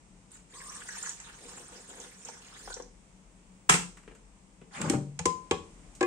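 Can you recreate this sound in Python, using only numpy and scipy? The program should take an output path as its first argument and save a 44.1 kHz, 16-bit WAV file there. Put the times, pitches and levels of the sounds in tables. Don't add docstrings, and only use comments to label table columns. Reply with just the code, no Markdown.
import sys
import numpy as np
from scipy import signal
from scipy.fft import rfft, irfft, next_fast_len
from scipy.io import wavfile
from scipy.ndimage import uniform_filter1d, map_coordinates

SR = 44100
rng = np.random.default_rng(int(sys.argv[2]) if len(sys.argv) > 2 else 0)


def file_out(sig):
    cols = np.atleast_2d(sig).T
    lim = np.clip(cols, -1, 1)
    pcm = np.round(lim * 32767).astype(np.int16)
    wavfile.write(sys.argv[1], SR, pcm)


N = 267246

# time in seconds, rumble level in dB, air level in dB.
BACKGROUND = [(0, -64.5, -59.5), (2.3, -72.5, -60), (2.7, -55.5, -59.5), (3.1, -61, -59), (3.5, -63.5, -59),
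              (4.4, -61, -60.5), (5.0, -73, -60), (5.8, -61, -55.5)]
# frequency in Hz, relative gain in dB.
AIR_SPECTRUM = [(12, -23.5), (20, -18.5), (49, -3.5), (70, -17), (191, -9.5), (219, -14.5), (298, -15.5),
                (324, -19), (767, -24), (881, -21.5), (1580, -30.5), (2270, -28), (4310, -36.5),
                (8400, -26.5), (15500, -77.5)]

# start in seconds, length in seconds, then crumple, crackle and body level in dB.
PULLS = [(0.304, 0.038, -63, -56, -78), (.53, 0.31, -56.5, -51, -66), (0.861, 0.24, -51.5, -47, -69.5),
         (1.159, 0.14, -54.5, -70, -74), (1.403, 0.21, -58, -52.5, -58.5), (1.684, .1, -57, -56, -57.5),
         (1.885, .16, -57.5, -54, -55.5), (2.247, 0.037, -53.5, -51.5, -57), (2.393, 0.16, -59, -74, -85),
         (2.554, 0.15, -62.5, -51, -63)]
PULL_ATTACK_S, PULL_RELEASE_S = 0.0067, 0.25
# crumple, crackle and body in dB.
PULL_SWELL_DB = [4.5, 4.5, 1.5]
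# crumple, crackle and body level in dB.
HELD_DB = [-60.5, -57.5, -69]
HELD_S, HELD_LENGTH_S = 0.48, 2.31
# start in seconds, pitch in Hz, level in dB.
SNAPS = [(.316, 9100, -54), (.592, 8300, -58), (.614, 1740, -51), (.764, 8700, -48), (.886, 1730, -42),
         (.887, 7700, -47.5), (.966, 945, -51), (1.027, 7700, -38.5), (1.059, 1760, -44.5),
         (1.092, 6800, -38), (1.2, 6860, -48.5), (1.999, 6600, -48), (2.249, 6550, -45.5),
         (2.285, 5650, -49), (2.726, 3950, -48.5), (2.74, 5860, -42), (2.822, 5760, -53)]
SNAP_WIDTH, SNAP_T60_S = 0.18, 0.038
# start in seconds, pitch in Hz, level in dB.
BUMPS = [(2.286, 645, -45.5), (2.675, 765, -44.5), (2.701, 700, -46.5), (2.765, 550, -45.5),
         (2.798, 504, -42.5)]
BUMP_WIDTH, BUMP_T60_S = 0.8, 0.046
# start in seconds, length in seconds, starting pitch in Hz, level in dB.
FOLDS = [(0.536, 0.26, 1077, -58), (0.881, 0.22, 1744, -56.5), (2.697, 0.024, 1440, -46)]
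FOLD_CLIMB, FOLD_ATTACK_S, FOLD_RELEASE_S = 0.088, 0.0054, 0.035
# frequency in Hz, relative gain in dB.
WRAPPER_SPECTRUM = [(120, -26), (200, -18), (215, -34), (253, -7), (327, -12), (420, -7), (488, -1),
                    (596, -19), (677, -11.5), (1740, -9), (2210, -13), (4750, -11.5), (7220, -2.5),
                    (8980, -5.5), (10600, -26.5), (15500, -30.5)]

# start in seconds, strength in dB, boom level in dB.
CATCH = [(3.691, -32.5, -63), (3.694, -19, -44.5), (3.7034, -34.5, -29), (3.7192, -29, -48.5),
         (3.724, -31.5, -47.5), (3.7392, -28, -33), (3.751, -33.5, -49.5)]
PANEL_DB, CATCH_CLICK_DB = -8.5, 0
# frequency in Hz, level in dB, 60 dB decay in seconds.
PANEL_MODES = [(45.2, -20, .3), (84, -20, 0.49), (263, -3.5, 0.15), (356.5, -2, 0.13), (427, 3, 0.11),
               (486.6, 1, 0.13), (725, -12, .14), (1012, 0.5, 0.2), (1158, -7.5, 0.1), (1380, -2, .17),
               (1606, -5, 0.13), (1680, -2, 0.11), (2310, -4, 0.13), (2865, -5.5, .12)]
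# frequency in Hz, relative gain in dB.
CLACK_SPECTRUM = [(88, -34.5), (150, -5), (189, -5), (290, -5), (428, -4), (618, -16), (708, -13.5),
                  (766, -15.5), (1400, -13), (1510, -13), (2700, -15), (3700, -23), (4650, -25),
                  (8330, -14), (10100, -33), (15500, -47.5)]

# start in seconds, level in dB, brightness in dB (treble up and bass down).
TAPS = [(3.97, -62, 2), (4.031, -71, 1), (4.076, -61, -10.5), (4.111, -68, -13), (4.149, -68, 3.5),
        (4.614, -68, -17), (5.95, -75, 19.5)]
TAP_CLACK_DB = 5

SCRAPE_S, SCRAPE_LENGTH_S, SCRAPE_ATTACK_S, SCRAPE_DB = 4.69, 0.26, 0.07, -41
ROLL_S, ROLL_LENGTH_S, ROLL_ATTACK_S, ROLL_DB = 4.76, 0.212, 0.12, -31
# frequency in Hz, relative gain in dB.
SCRAPE_SPECTRUM = [(290, -28), (500, -20.5), (724, -11.5), (788, -5), (1240, -4.5), (2200, -11.5),
                   (3830, -21), (6120, -21), (7160, -11), (8860, -21), (15000, -64)]
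# frequency in Hz, relative gain in dB.
ROLL_SPECTRUM = [(50, -40), (70, -23), (87, -0.5), (105, -13), (150, 2), (230, -4), (450, -13),
                 (650, -18.5), (1000, -36), (2000, -72)]
# start in seconds, thump in Hz, then weight, clack and click level in dB.
STOPS = [(4.815, 195, -42, -40.5, -38), (4.8976, 316, -28, -41, -30.5), (4.934, 148.4, -25.5, -48, -61),
         (4.949, 151, -33, -65, -70)]
DRAWER_DB = -4
# frequency in Hz, level in dB, 60 dB decay in seconds.
DRAWER_MODES = [(86, -15, 0.35), (144.8, -0.5, 0.57), (191.4, -14, 0.7), (255, -5, 0.32), (295, -3, .3),
                (350, -10, 0.11), (387.6, -8, 0.28), (464, 5, 0.065), (583, -8.5, 0.22), (779, -3.5, 0.17)]

# start in seconds, thump in Hz, thump 60 dB decay in seconds, weight in dB,
# hardness in dB per octave, then worktop, note, clack and click level in dB.
KNOCKS = [(5.1903, 865, 0.12, -44.5, 0, -43, -66, -38.5, -38),
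          (5.255, 357, 0.02, -29, -8, -42.5, -29.5, -33, -29.5),
          (5.51, 387, 0.014, -26.5, 8, -43, -47, -29, -36),
          (6.008, 348, 0.12, -26, 11.5, -55, -39.5, -36, -42),
          (6.027, 351, 0.15, -25, 12.5, -55, -59, -37, -42.5)]
JAR_DB, LANDING_S = -3, 0.002123
NOTE_HZ, NOTE_T60_S = 1023, 0.4
# frequency in Hz, level in dB, 60 dB decay in seconds.
JAR_MODES = [(448, 4.5, 0.15), (484.7, 4, 0.16), (562, 2.5, 0.11), (765, 0, 0.15), (814, -5, 0.094),
             (1114, -7.5, 0.18), (1623, -11.5, 0.055), (1722, -19.5, 0.12), (2064, -28, 0.15),
             (2480, -24.5, 0.08)]
# frequency in Hz, level in dB, 60 dB decay in seconds.
WORKTOP_MODES = [(84.5, -7, 0.18), (153, -20, 0.15), (174.3, -3.5, 0.15)]
# frequency in Hz, relative gain in dB.
CLICK_SPECTRUM = [(150, -34), (800, 4.5), (1500, -6), (2500, -2.5), (3600, -7.5), (5500, -4), (7100, 1.5),
                  (8800, -2.5), (10000, -23.5), (15000, -36.5)]

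# frequency in Hz, 60 dB decay in seconds.
ROOM_DECAY = [(100, .5), (260, 0.4033), (700, 0.32), (2000, 0.2743), (5000, 0.3664), (8000, 0.34),
              (13000, 0.27)]
# frequency in Hz, correlation from 0 to 1.
LIKENESS = [(100, 0.94), (300, 0.89), (600, 0.42), (1200, 0), (3000, 0), (10000, 0)]
# frequency in Hz, left minus right in dB.
EAR_BALANCE = [(100, 4.5), (400, 5.5), (1200, 2.5), (2400, 2), (4400, -4), (8000, -1.5), (15000, 7)]
LOW_HZ, HIGH_HZ = 800, 3500
TOP_HZ = 15700


def amp(db):
    return 10 ** (np.asarray(db) / 20)


def unit(x):
    return x / np.sqrt(np.mean(x ** 2) + 1e-20)


def along(points, hz):
    f, v = np.transpose(points)
    return np.interp(np.log(hz + 1), np.log(f + 1), v)


def colour(spectrum):
    return lambda hz: amp(along(spectrum, hz))


def curves(rows):
    s, *cols = np.transpose(rows)
    return [np.interp(np.arange(N) / SR, s, c) for c in cols]


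def wobble(rate):
    knots = rng.standard_normal(int(N * rate / SR) + 4)
    return map_coordinates(knots, [np.arange(N) * rate / SR])


def decay(t, t60):
    return np.exp(-np.log(1000) * t / t60)


def coloured(x, gain):
    size = 2 * next_fast_len(x.shape[-1] // 2 + 4096)
    cepstrum = irfft(np.log(np.maximum(gain(np.fft.rfftfreq(size, 1 / SR)), 1e-6)))
    cepstrum[1:size // 2] *= 2
    cepstrum[size // 2 + 1:] = 0
    return irfft(rfft(x, size) * np.exp(rfft(cepstrum)), size)[..., :x.shape[-1]]


def resonance(centre_hz, width_hz):
    return lambda hz: 1 / (1 + ((hz * hz - centre_hz ** 2) / (1.67 * width_hz * (hz + 1))) ** 2)


def registers(spectrum):
    under = lambda hz, edge: 1 / np.sqrt(1 + (hz / edge) ** 8)
    over = lambda hz, edge: np.sqrt(1 - under(hz, edge) ** 2)
    whole = colour(spectrum)
    return [lambda hz: whole(hz) * under(hz, LOW_HZ),
            lambda hz: whole(hz) * over(hz, LOW_HZ) * under(hz, HIGH_HZ),
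            lambda hz: whole(hz) * over(hz, HIGH_HZ)]


def diffuse(size):
    likeness = along(LIKENESS, np.fft.rfftfreq(size, 1 / SR))
    turn = np.arccos(np.clip(likeness, -1, 1)) / 2
    mid, side = irfft(rfft(rng.standard_normal((2, size))) * [np.cos(turn), np.sin(turn)], size)
    return np.array([mid + side, mid - side])


def add(track, s, sound):
    part = track[..., round(s * SR):][..., :sound.shape[-1]]
    part += sound[..., :part.shape[-1]]


def placed(x, pan_db, lead_ms):
    size = next_fast_len(N + SR // 8)
    half = np.array([[.5], [-.5]])
    shift = np.exp(2j * np.pi * np.fft.rfftfreq(size, 1000 / SR) * lead_ms * half)
    return irfft(rfft(x, size) * shift * amp(pan_db * half), size)[:, :N]


def in_room(x, wet_db):
    hz, t, z = signal.stft(diffuse(SR * 2 // 3), SR, nperseg=256)
    tail = signal.istft(z * decay(t, along(ROOM_DECAY, hz)[:, None]), SR, nperseg=256)[1]
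    tail = np.pad(tail / np.linalg.norm(tail[0]), ((0, 0), (SR // 300, 0)))
    return x + amp(wet_db) * signal.fftconvolve(x, tail, axes=1)[:, :x.shape[1]]


def blow(x):
    return x / np.sqrt(np.mean(x[..., :SR // 50] ** 2) + 1e-20)


def ring(modes, scatter_db, rise):
    t = np.arange(SR * 2 // 3) / SR
    hz, db, t60 = np.transpose(modes)[:, :, None]
    sign = (-1) ** np.arange(len(hz))[:, None]
    strength = sign * amp(db + scatter_db * rng.standard_normal(hz.shape))
    tones = strength * decay(t, t60) * np.sin(2 * np.pi * hz * t)
    return blow(np.sum(tones, 0) * (1 - np.exp(-(t / rise) ** 2)))


def crack(gain, t60, spread, rise=0.00079):
    t = np.arange(SR // 8) / SR
    noise = rng.standard_normal(len(t)) + spread * diffuse(len(t))
    burst = noise * decay(t, t60) * (1 - np.exp(-t / rise))
    return blow(coloured(burst, gain))


def crinkle(rate, size_db, hiss):
    chance = rate / SR * amp(4 * wobble(45))
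    sizes = amp(size_db * np.minimum(rng.exponential(size=N), 4)) * rng.choice([-1, 1], N)
    buckles = unit((rng.random(N) < chance) * sizes)
    return buckles + hiss * diffuse(N)


def patchy(x, depth_db):
    z = signal.stft(x, nperseg=256)[2]
    field = rng.standard_normal(z.shape[1:])
    for _ in range(2):
        field = uniform_filter1d(uniform_filter1d(field, size=4, axis=0), size=4, axis=1)
    return signal.istft(z * amp(depth_db * unit(field)), nperseg=256)[1][:, :N]


def stroke(s, length, attack, release):
    t = np.arange(N) / SR - s
    return np.clip(t / attack, 0, 1) * decay(np.maximum(t - length, 0), release)


def progress(s, length):
    return np.clip((np.arange(N) / SR - s) / length, 0, 1)


def background():
    rumble_db, air_db = curves(BACKGROUND)
    narrow = lambda centre_hz, width_hz: unit(coloured(diffuse(N), resonance(centre_hz, width_hz)))
    air = amp(air_db + 0.5 * wobble(4.3)) * unit(coloured(diffuse(N), colour(AIR_SPECTRUM)))
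    drone = amp(-65.5) * narrow(centre_hz=187.4, width_hz=13.8)
    rumble = amp(rumble_db) * narrow(centre_hz=39.5, width_hz=6)
    return air + drone + rumble


def handling():
    held = stroke(HELD_S, HELD_LENGTH_S, attack=0.062, release=0.25)
    power = (amp(HELD_DB)[:, None] * held) ** 2
    for s, length, *levels in PULLS:
        shape = stroke(s, length, PULL_ATTACK_S, PULL_RELEASE_S)
        tension = progress(s, length) - 0.5
        pull = [amp(db + swell * tension) * shape for db, swell in zip(levels, PULL_SWELL_DB)]
        power += np.array(pull) ** 2
    return np.sqrt(power)


def folds():
    carrier = np.zeros(N, complex)
    for s, length, hz, db in FOLDS:
        pitch = hz * (1 + FOLD_CLIMB * progress(s, length))
        tone = np.exp(2j * np.pi * np.cumsum(pitch) / SR)
        carrier += amp(db) * stroke(s, length, FOLD_ATTACK_S, FOLD_RELEASE_S) * tone
    ears = np.array([wobble(300) + 1j * wobble(300) for _ in range(2)])
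    return np.real((ears + 0.82 * ears[::-1]) * carrier)


def wrapper():
    crumple, crackle, body = handling()
    low, middle, high = registers(WRAPPER_SPECTRUM)
    dull = crinkle(rate=440, size_db=1, hiss=0.77)
    papery = patchy(crinkle(rate=850, size_db=1.5, hiss=1.53), depth_db=4.5)
    crisp = patchy(crinkle(rate=2300, size_db=-1, hiss=1.86), depth_db=5.5)
    out = body * unit(coloured(dull, low))
    out += crumple * unit(coloured(papery, middle))
    out += crackle * unit(coloured(crisp, high))
    out += folds()
    sheet = colour(WRAPPER_SPECTRUM)
    for table, width, t60 in (SNAPS, SNAP_WIDTH, SNAP_T60_S), (BUMPS, BUMP_WIDTH, BUMP_T60_S):
        for s, hz, db in table:
            pitch = resonance(hz, width * hz)
            add(out, s, amp(db) * crack(lambda f: pitch(f) * sheet(f), t60=t60, spread=0.93, rise=0.00092))
    return in_room(placed(out, pan_db=-1.0, lead_ms=-0.11), wet_db=-6.0)


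def catch():
    out = np.zeros((2, N))
    _, middle, high = registers(CLACK_SPECTRUM)
    for s, db, boom in CATCH:
        add(out, s, amp(boom) * ring([(176.7, 0, 0.15)], scatter_db=0, rise=0.00097))
        add(out, s, amp(db + PANEL_DB) * ring(PANEL_MODES, scatter_db=5, rise=0.0013))
        add(out, s, amp(db) * crack(middle, t60=0.06, spread=1.0))
        add(out, s, amp(db + CATCH_CLICK_DB) * crack(high, t60=0.068, spread=6))
    return in_room(placed(out, pan_db=0.0, lead_ms=0.22), wet_db=-5.0)


def taps():
    out = np.zeros((2, N))
    for s, db, bright_db in TAPS:
        for register_db, gain in zip((-bright_db, TAP_CLACK_DB, bright_db), registers(CLACK_SPECTRUM)):
            add(out, s, amp(db + register_db) * crack(gain, t60=0.072, spread=0.63))
    return in_room(out, wet_db=-2.5)


def drawer():
    grating = patchy(crinkle(rate=1500, size_db=2.5, hiss=2.8), depth_db=3.5)
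    scrape = unit(coloured(grating, colour(SCRAPE_SPECTRUM)))
    rumble = unit(coloured(crinkle(rate=330, size_db=-1, hiss=0.92), colour(ROLL_SPECTRUM)))
    out = amp(SCRAPE_DB) * stroke(SCRAPE_S, SCRAPE_LENGTH_S, SCRAPE_ATTACK_S, release=0.15) ** 2 * scrape
    out += amp(ROLL_DB) * stroke(ROLL_S, ROLL_LENGTH_S, ROLL_ATTACK_S, release=0.09) * rumble
    _, middle, high = registers(CLACK_SPECTRUM)
    for s, thump_hz, weight, clack, click in STOPS:
        add(out, s, amp(weight) * ring([(thump_hz, 0, 0.045)], scatter_db=0, rise=0.0084))
        add(out, s, amp(weight + DRAWER_DB) * ring(DRAWER_MODES, scatter_db=0.0, rise=0.0027))
        add(out, s, amp(clack) * crack(middle, t60=0.12, spread=1.0))
        add(out, s, amp(click) * crack(high, t60=0.02, spread=4))
    return in_room(placed(out, pan_db=-1.0, lead_ms=-0.063), wet_db=-7.0)


def jar():
    out, sung = np.zeros((2, N)), np.zeros(N)
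    _, middle, high = registers(CLICK_SPECTRUM)
    for s, thump_hz, t60, weight, hardness, worktop, note, clack, click in KNOCKS:
        body = [(hz, db + hardness * np.log2(hz / LOW_HZ), life) for hz, db, life in JAR_MODES]
        landed = s + LANDING_S
        add(out, s, amp(click) * crack(high, t60=0.032, spread=1.2))
        add(out, s, amp(clack) * crack(middle, t60=0.037, spread=0.87, rise=0.00084))
        add(out, landed, amp(weight) * ring([(thump_hz, 0, t60)], scatter_db=0, rise=0.0025))
        add(out, landed, amp(weight + JAR_DB) * ring(body, scatter_db=2.5, rise=0.0017))
        add(out, landed, amp(worktop) * ring(WORKTOP_MODES, scatter_db=3, rise=0.015))
        add(sung, landed, amp(note) * ring([(NOTE_HZ, 0, NOTE_T60_S)], scatter_db=0, rise=0.00052))
    knocks = in_room(placed(out, pan_db=-1.0, lead_ms=-0.14), wet_db=-8.5)
    return knocks + placed(sung, pan_db=11.5, lead_ms=0.27)


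def scene():
    return background() + wrapper() + catch() + taps() + drawer() + jar()


def record(dry):
    size = next_fast_len(N + SR // 2)
    hz = np.fft.rfftfreq(size, 1 / SR)
    balance = amp(along(EAR_BALANCE, hz) * np.array([[.5], [-.5]]))
    bass_cut = 1 / np.sqrt(1 + (28 / (hz + 1)) ** 6)
    return irfft(rfft(dry, size) * balance * bass_cut * (hz < TOP_HZ), size)[:, :N]


dry = scene()
out = record(dry)
file_out(out)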